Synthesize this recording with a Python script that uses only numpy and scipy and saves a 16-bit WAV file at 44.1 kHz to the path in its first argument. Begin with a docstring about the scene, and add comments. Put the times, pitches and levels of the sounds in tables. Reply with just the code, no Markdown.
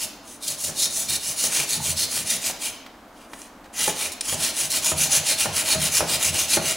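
"""Gritty strokes rasp to and fro, about seven a second with a pause midway, over thuds, creaks and bright snaps.
A bow drill is sawn on a tiled floor: at each stroke the spindle spins up in its socket, rasps and stops.
Grain noise drives hiss, rasp and ringing; pushes ring the spindle harder than pulls, and the rasp grows coarser.
Noise and blows excite the hearth board's modes, gliding sines make the cord creak, noise bursts make the snaps.
A small hard room answers with early echoes and a decaying noise tail, over still air made of coloured noise."""
import sys
import numpy as np
from scipy import signal
from scipy.fft import rfft, irfft, next_fast_len
from scipy.io import wavfile
from scipy.ndimage import uniform_filter1d, map_coordinates

SR = 44100
rng = np.random.default_rng(int(sys.argv[2]) if len(sys.argv) > 2 else 0)


def store_pcm(level_fs):
    """Save levels as 16-bit WAV."""
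    pcm = np.round(np.clip(level_fs, -1, 1) * 32767).astype(np.int16)
    wavfile.write(sys.argv[1], SR, np.atleast_2d(pcm).T)


N = 298116  # length in samples

# Levels in the tables are relative: each layer is balanced again in the mix.
# bow strokes: [start/s, end/s, level/dB, direction "push" or "pull"]
BOW_STROKES = [(-0.019, 0.069, -23, "push"), (0.214, 0.39, -40.5, "pull"), (0.399, 0.573, -25, "push"),
               (0.562, 0.721, -23, "pull"), (0.743, 0.892, -19.5, "push"), (0.873, 1.08, -23.5, "pull"),
               (1.06, 1.193, -22.5, "push"), (1.186, 1.362, -23, "pull"), (1.348, 1.504, -19.5, "push"),
               (1.473, 1.667, -20, "pull"), (1.657, 1.791, -19.5, "push"), (1.792, 1.95, -20.5, "pull"),
               (1.946, 2.07, -18, "push"), (2.07, 2.251, -22.5, "pull"), (2.236, 2.386, -20.5, "push"),
               (2.395, 2.534, -23.5, "pull"), (2.582, 2.715, -24.5, "push"), (3.11, 3.292, -52.5, "pull"),
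               (3.269, 3.508, -44.5, "push"), (3.723, 3.948, -21.5, "pull"), (3.92, 4.11, -25, "push"),
               (4.21, 4.379, -24, "pull"), (4.357, 4.529, -20.5, "push"), (4.522, 4.694, -20.5, "pull"),
               (4.684, 4.812, -19.5, "push"), (4.804, 4.948, -19.5, "pull"), (4.949, 5.089, -19, "push"),
               (5.081, 5.211, -16.5, "pull"), (5.228, 5.364, -18.5, "push"), (5.356, 5.478, -18.5, "pull"),
               (5.51, 5.648, -20, "push"), (5.629, 5.77, -18, "pull"), (5.776, 5.912, -19, "push"),
               (5.895, 6.027, -17.5, "pull"), (6.055, 6.186, -18.5, "push"), (6.175, 6.323, -19, "pull"),
               (6.305, 6.473, -20.5, "push"), (6.466, 6.591, -18, "pull"), (6.597, 6.76, -22, "push")]
# how coarse the rasp is, how alike pushes and pulls ring, how much the board joins in: [t/s, coarseness/0-1]
COARSENESS = [(0, 0.02), (1.0, 0.07), (2.3, 0.62), (3.8, 0.84), (4.6, 0.72), (6.76, 0.97)]
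# the board knocks on the floor, mostly late in a pull: [t/s, blow level/dB, level of rumble left behind/dB]
FLOOR_KNOCKS = [(0.692, -26, -52), (1.44, -25, -57), (1.586, -23.5, -50), (2.17, -26, -52),
                (2.498, -21, -57), (3.878, -12, -40), (4.325, -21, -45), (4.918, -16, -26),
                (5.17, -22, -44), (5.457, -14, -25.5), (5.747, -20, -22.5), (6.006, -9, -26.5),
                (6.346, -20.5, -45), (6.571, -8.5, -25)]
# resonances of the board when it knocks: [f/Hz, bandwidth/Hz, level/dB]
KNOCK_MODES = [(87, 5, -17), (168, 12, 0.5), (337, 120, -7), (480, 65, -1.5), (636, 91, 2), (789, 130, 1),
               (1410, 320, -10)]


def amp(db):
    """Decibels to gain."""
    return 10 ** (np.asarray(db) / 20)


def unit(x):
    """Scale to rms 1."""
    return x / np.sqrt(np.mean(x ** 2) + 1e-20)


def along(points, hz):
    """Read (Hz, value) points on a log frequency axis."""
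    f, values = np.transpose(points)
    return np.interp(np.log(hz + 1), np.log(f + 1), values)


def wobble(rate):
    """A smooth random curve through `rate` random knots a second."""
    knots = rng.standard_normal(int(N * rate / SR) + 4)
    return map_coordinates(knots, [np.arange(N) * rate / SR])


def filtered(x, response):
    """Multiply the spectrum of x by a response given as a function of Hz."""
    m = next_fast_len(N + SR // 2)
    hz = np.fft.rfftfreq(m, 1 / SR)
    return irfft(rfft(x, m) * response(hz), m)[..., :N]


def coloured(x, spectrum):
    """Pass x through a smooth (Hz, dB) spectrum."""
    return filtered(x, lambda hz: amp(along(spectrum, hz)))


def rung(x, modes):
    """Ring a body's resonances with x; neighbouring modes swing in opposite senses."""
    def response(hz):
        total = 0
        for k, (centre, width, db) in enumerate(modes):
            damping = 1j * hz * width
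            total = total + (-1) ** k * amp(db) * damping / (centre * centre - hz * hz + damping)
        return total
    return filtered(x, response)


def add(track, s, sound):
    """Mix a short sound into a track at time s."""
    part = track[max(round(s * SR), 0):][:len(sound)]
    part += sound[:len(part)]


def bursts(events, t60):
    """A noise burst for each (s, dB) row, falling 60 dB in t60 seconds."""
    out, t = np.zeros(N), np.arange(SR // 20) / SR
    for s, db, *_ in events:
        add(out, s, amp(db - 60 * t / t60) * rng.uniform(-1.12, 1, len(t)))
    return out


def arch(length):
    """Half a sine, rising and falling over length seconds."""
    return np.sin(np.linspace(0, np.pi, int(length * SR)))


def shudder(rise, t60):
    """An envelope that swells quickly and dies away; both times in seconds."""
    t = np.arange(SR) / SR
    return (1 - np.exp(-t / rise)) * amp(-60 * t / t60)


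def coarseness_at(s):
    """Coarseness at time s, read between the table's points."""
    return np.interp(s, *np.transpose(COARSENESS))


def spread(pair, width, side_db):
    """Two unrelated signals become mid and side: a diffuse field at closely spaced microphones."""
    side = amp(side_db) * coloured(pair[1], width)
    return np.array([pair[0] + side, pair[0] - side])


def from_right(x, lag):
    """A sound from the right reaches the left microphone lag seconds later."""
    ears = np.array([[-1], [1]])
    return filtered(x, lambda hz: np.exp(1j * np.pi * hz * lag * ears))


def still_air():
    """Steady air noise, weighted to the lows and widest in the middle of the spectrum."""
    # colour of the air: [f/Hz, level/dB]
    air_colour = [(20, -17), (35, -4), (55, -9.5), (140, -16.5), (215, -4), (290, -0.5), (350, -7.5),
                  (400, -11.5), (700, -6.5), (1100, -10), (1600, -15), (2600, -24.5), (5000, -29),
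                  (15500, -35.5)]
    # stereo width of the air: [f/Hz, side minus mid/dB]
    air_width = [(60, -36), (250, -25), (1600, -9.5), (5000, -5), (15000, -29.5)]
    noise = unit(coloured(rng.standard_normal((2, N)), air_colour))
    return amp(-46.5) * spread(noise, air_width, side_db=-1.5)


def room(x, early_db, tail_db, side_db, early_t60=0.019, count=20):
    """Floor and nearby things answer at once; the walls ring on, their paths changing as the arm moves."""
    # decay of the walls: [f/Hz, t60/s]
    wall_decay = [(100, 0.22), (700, 1.03), (4000, 0.81), (9000, 0.33), (15000, 0.47)]
    # stereo width of the echoes: [f/Hz, side minus mid/dB]
    echo_width = [(60, -16), (250, -6), (600, -6), (2500, -7), (5000, -5), (8000, -8.5), (10500, -24),
                  (13000, -41)]
    t = np.arange(SR // 10) / SR
    early = rng.standard_normal((2, SR // 10)) * amp(-60 * t / early_t60)
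    early /= np.linalg.norm(early[0])
    x = np.pad(x, (SR // 500, 0))  # echoes start 2 ms late
    wet = amp(early_db) * signal.fftconvolve(x[None], early, axes=1)[:, :N]
    # overlapping pieces of the sound each meet a fresh tail
    hop = N // count
    padded = np.pad(x, (hop, 2 * hop))
    for start in range(-hop, N, hop):
        piece = padded[start + hop:][:2 * hop] * np.hanning(2 * hop)
        hz, t, z = signal.stft(rng.standard_normal((2, SR // 2)), SR, nperseg=256)
        decay = amp(-60 * t / along(wall_decay, hz)[:, None])
        tail = signal.istft(z * decay, SR, nperseg=256)[1]
        for track, walls in zip(wet, tail):
            answer = signal.fftconvolve(piece, walls / np.linalg.norm(walls))
            add(track, start / SR, amp(tail_db) * answer[max(-start, 0):])
    return spread(wet, echo_width, side_db)


def creaks(rough=0.1):
    """The loaded cord slips at an uneven, gliding rate: sines with a jittered pitch and level."""
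    # creaks of the cord: [t/s, length/s, start f/Hz, end f/Hz, level/dB]
    cord_creaks = [(1.72, .16, 940, 820, -38), (4.31, .16, 880, 1020, -41), (4.812, .09, 1080, 770, -32),
                   (5.068, .07, 800, 790, -33.5)]
    out, unsteady = np.zeros(N), 1 + rough * wobble(400)
    for s, length, start_hz, end_hz, db in cord_creaks:
        u = np.linspace(0, 1, int(length * SR))
        glide = start_hz + (end_hz - start_hz) * u
        rate = glide * unsteady[int(s * SR):][:len(u)]
        tone = np.sin(2 * np.pi * np.cumsum(rate) / SR)
        add(out, s, amp(db + 1.5) * np.sin(np.pi * u) * tone)
    return out * unit(amp(6.7 * wobble(250)))


def snaps():
    """Cord and splinters crack bright and dry; the loose bow taps the spindle more dully."""
    # snaps of cord and splinters: [t/s, level/dB]
    crack_times = [(0.8301, -14), (2.7, -17), (3.338, -28), (3.418, -18.5), (3.879, -6), (4.2097, -6),
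                   (4.2127, -6), (4.3438, -9.5), (6.345, -6)]
    # taps of the bow while the hands rest: [t/s, level/dB]
    bow_taps = [(2.863, -32.5), (2.878, -59.5), (3.333, -26.5), (3.643, -39), (3.656, -38)]
    crack_colour = [(300, -25), (2000, -11), (6500, -2.0), (10000, 1.5), (13000, -21)]
    tap_colour = [(200, -5), (1000, 6), (3000, -1), (6000, -6.5), (13000, -17)]
    cracks = coloured(bursts(crack_times, t60=0.0046), crack_colour)
    taps = coloured(bursts(bow_taps, t60=0.045), tap_colour)
    return amp(5.5) * cracks + amp(6.0) * taps


def rattle(lumpy_db=4):
    """After each knock the board chatters unevenly on the floor, in the same damped modes."""
    strength = np.zeros(N)
    for s, db, _ in FLOOR_KNOCKS:
        add(strength, s, amp(db - 13) * shudder(rise=0.0064, t60=0.26))
    contacts = rng.standard_normal(N) * amp(lumpy_db * np.tanh(wobble(150)))
    chatter = coloured(contacts, [(80, -8), (220, 4), (900, -1), (2500, -2)])
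    return strength * unit(rung(chatter, KNOCK_MODES))


def knocks(contact=0.00039):
    """Blows of the board on the floor: a push of brief contact (s) rings damped low modes under a dry clack."""
    blows, u = np.zeros(N), np.arange(SR // 50) / SR / contact
    push = u * np.exp(-2 * u)
    for s, db, _ in FLOOR_KNOCKS:
        add(blows, s, amp(db + 32.5) * push / push.sum())
    clack_colour = [(100, -18), (400, 4.5), (850, 0), (1700, -2.0), (3000, -15), (9000, -45)]
    clack = coloured(bursts(FLOOR_KNOCKS, t60=0.042), clack_colour)
    return rung(blows, KNOCK_MODES) + amp(10) * clack


def shaking():
    """Strength of the board's rumble and body: follows the strokes, rocks at times, settles after knocks."""
    # the board rocks softly on the floor: [t/s, length/s, level/dB]
    soft_rocks = [(.66, 0.1, -46), (1.06, 0.1, -40), (1.26, 0.12, -48), (1.435, .08, -50),
                  (1.582, 0.059, -44), (1.76, 0.11, -35), (1.857, 0.14, -38.5), (2.15, 0.15, -46),
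                  (2.327, 0.086, -44), (4.28, .18, -40.5), (5.14, 0.1, -44), (5.6, 0.086, -48),
                  (6.252, 0.13, -36)]
    lag_s = 0.036  # the board shakes a little after the spindle
    rumble_db, rumble_coarse_db = -28, 3  # low rumble against the stroke, and its gain at coarseness 1
    body_db, body_coarse_db = -16.5, 2  # the same for the woody body
    rumble, body = np.zeros((2, N))
    for start, end, db, _ in BOW_STROKES:
        coarse, shape = coarseness_at(start), arch(end - start)
        add(rumble, start + lag_s, amp(db + rumble_db + rumble_coarse_db * coarse) * shape)
        add(body, start + lag_s, amp(db + body_db + body_coarse_db * coarse) * shape)
    for s, length, db in soft_rocks:
        add(rumble, s, amp(db) * arch(length))
    for s, _, left_db in FLOOR_KNOCKS:
        add(rumble, s, amp(left_db) * shudder(rise=0.02, t60=0.34))
    return rumble, body


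def board():
    """The wobbling spindle shakes the hearth board on the floor: smooth noise for rumble, lumpy for body."""
    # low rumble and woody body resonances: [f/Hz, bandwidth/Hz, level/dB]
    low_modes = [(85, 10, 0), (154.5, 10, -1), (218, 40, -11.5)]
    body_modes = [(227, 49, -10.5), (340, 27, -5.5), (418, 44, -4), (647.5, 42, 3.5), (780, 74, -4.5),
                  (910, 360, -9)]
    rumble, body = shaking()
    rocking = coloured(rng.standard_normal(N), [(30, -7), (62, -8), (80, -1), (250, 0), (700, -15)])
    judder = rng.standard_normal(N) * amp(7.9 * np.tanh(wobble(120)))
    chatter = coloured(judder, [(60, -20), (200, -3.5), (1000, -10), (3000, 9), (9000, -40)])
    return rumble * unit(rung(rocking, low_modes)) + amp(-3.5) * body * unit(rung(chatter, body_modes))


def grit(spiky_db):
    """Countless tiny fractures of unequal size, up to the size of one fibre: noise with a bounded random level."""
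    return unit(rng.standard_normal(N) * amp(spiky_db * np.tanh(wobble(3000))))


def bowing(steepness):
    """Strength of hiss, rasp, bite and edge: each stroke speeds up, peaks and stops."""
    fastest_share = 0.59  # how far through a stroke the spindle turns fastest
    firm_db = -19.5  # level of an ordinary firm stroke
    rasp_mild_db, rasp_coarse_db, rasp_grows = -5.5, 8, 0.73  # at coarseness 0, gain at 1, dB per stroke dB
    bite_mean_db, bite_grows = -1, 1.75  # spindle ring: mean, dB per stroke dB
    bite_push_db, bite_eases = 6, 0.55  # gain on a push (loss on a pull), share of it lost at coarseness 1
    edge_mean_db, edge_push_db = 2, -0.2  # rim ring: mean, change on a push (opposite on a pull)
    scatter_db = 2.17  # no two strokes bear on quite the same spot
    t = np.arange(N) / SR
    drive = np.zeros((4, N))
    for start, end, db, direction in BOW_STROKES:
        span = slice(max(int(start * SR), 0), int(end * SR))
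        peak = start + fastest_share * (end - start)
        phase = np.interp(t[span], [start, peak, end], [0, 1, 2])
        speed = np.abs(np.sin(np.pi / 2 * phase))
        coarse = coarseness_at(start)
        sense = 1 if direction == "push" else -1
        above_firm = db - firm_db
        rasp_db = firm_db + rasp_grows * above_firm + rasp_mild_db + rasp_coarse_db * coarse
        push_db = sense * bite_push_db * (1 - bite_eases * coarse)
        bite_db = firm_db + bite_grows * above_firm + bite_mean_db + push_db
        edge_db = db + edge_mean_db + sense * edge_push_db
        voices_db = np.array([rasp_db, bite_db, edge_db]) + scatter_db * rng.standard_normal(3)
        levels = np.r_[db, voices_db]
        drive[:, span] += amp(levels)[:, None] * speed ** steepness
    return drive


def catching():
    """Extra friction as the spindle catches: a sudden grab that lets go gradually."""
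    # moments of harder scraping: [t/s, length/s, level/dB]
    catches = [(0.423, .04, -30), (0.477, .022, -19), (0.643, .012, -22), (1.086, .03, -26),
               (1.122, .02, -22), (1.153, .012, -22), (2.299, .025, -18), (3.829, .03, -20),
               (4.117, .03, -25), (4.701, .03, -19.5), (4.843, .03, -21), (5.396, .02, -21),
               (5.558, .02, -22)]
    grab = np.zeros(N)
    for s, length, db in catches:
        u = np.linspace(0, 1, int(length * SR))
        add(grab, s, amp(db) * np.tanh(20 * u) * np.cos(np.pi / 2 * u))
    return grab


def shifting(x, patchy_db):
    """The contact point wanders round the socket, so the colour shifts from moment to moment."""
    z = signal.stft(x, nperseg=512)[2]
    field = uniform_filter1d(rng.standard_normal(z.shape), size=4, axis=0)  # smooth over frequency
    field = uniform_filter1d(field, size=12, axis=1)  # and over time
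    return signal.istft(z * amp(patchy_db * unit(field)), nperseg=512)[1][:N]


def socket():
    """One shared unsteadiness roughens all four voices; catches add extra dust hiss and spindle ring."""
    # colour of charred dust, and of coarse wood fibres: [f/Hz, level/dB]
    dust_colour = [(1000, -34), (2500, -14.5), (4000, -7), (5300, -3.5), (7700, -1.5), (8500, -2.5),
                   (9400, 1.5), (10100, -1.5), (11000, -5), (12300, -11.5), (13700, -12.5), (15500, -10.5)]
    fibre_colour = [(100, -19), (250, -1), (450, -12.5), (650, -5.5), (1050, -4.5), (1800, -1.5),
                    (2250, 2.5), (3000, 4.5), (3400, 0.5), (5500, -3.5), (9000, -26)]
    # resonances of the spindle, and of the socket's rim: [f/Hz, bandwidth/Hz, level/dB]
    spindle_modes = [(3710, 88, -1), (4090, 160, -1.5), (4320, 236, -1.5), (5230, 190, -5.5)]
    rim_modes = [(6194, 280, -0.5), (6590, 210, -1), (6805, 400, 0), (7780, 230, -4), (9900, 610, -2.5)]
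    hiss, rasp, bite, edge = bowing(steepness=1.42)
    grab = catching()
    # slow and fast unsteadiness shared by every voice
    grip = unit(amp(1.58 * np.tanh(wobble(75)) + 2.1 * np.tanh(wobble(400))))
    dust = (amp(-3) * hiss + grab / 2) * unit(coloured(grip * grit(spiky_db=2.5), dust_colour))
    fibres = amp(-10.5) * rasp * unit(coloured(grip * grit(spiky_db=5.5), fibre_colour))
    spindle = amp(-13.0) * (bite + grab) * unit(rung(grip * grit(spiky_db=9.0), spindle_modes))
    rim = amp(-8.5) * edge * unit(rung(grip * grit(spiky_db=3.0), rim_modes))
    return shifting(dust + fibres + spindle + rim, patchy_db=2.0)


def scene():
    """The still air, the board and cord slightly to the right, and the drill close by, each with its room."""
    air = still_air()
    thumping = board() + knocks() + rattle() + creaks()
    thumping_room = room(thumping, early_db=-7.5, tail_db=-4.5, side_db=-5)
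    low = amp(-2.5) * (from_right(thumping, lag=0.000076) + thumping_room)
    rubbing = socket() + snaps()
    near = amp(-1.5) * (rubbing + room(rubbing, early_db=-9.0, tail_db=-6.0, side_db=-3.5))
    return near + low + air


def record(dry):
    """A band limit: the treble fades out over 300 Hz around 15850 Hz."""
    return filtered(dry, lambda hz: np.clip((15850 - hz) / 300 + .5, 0, 1))


dry = scene()
out = record(dry)
store_pcm(out)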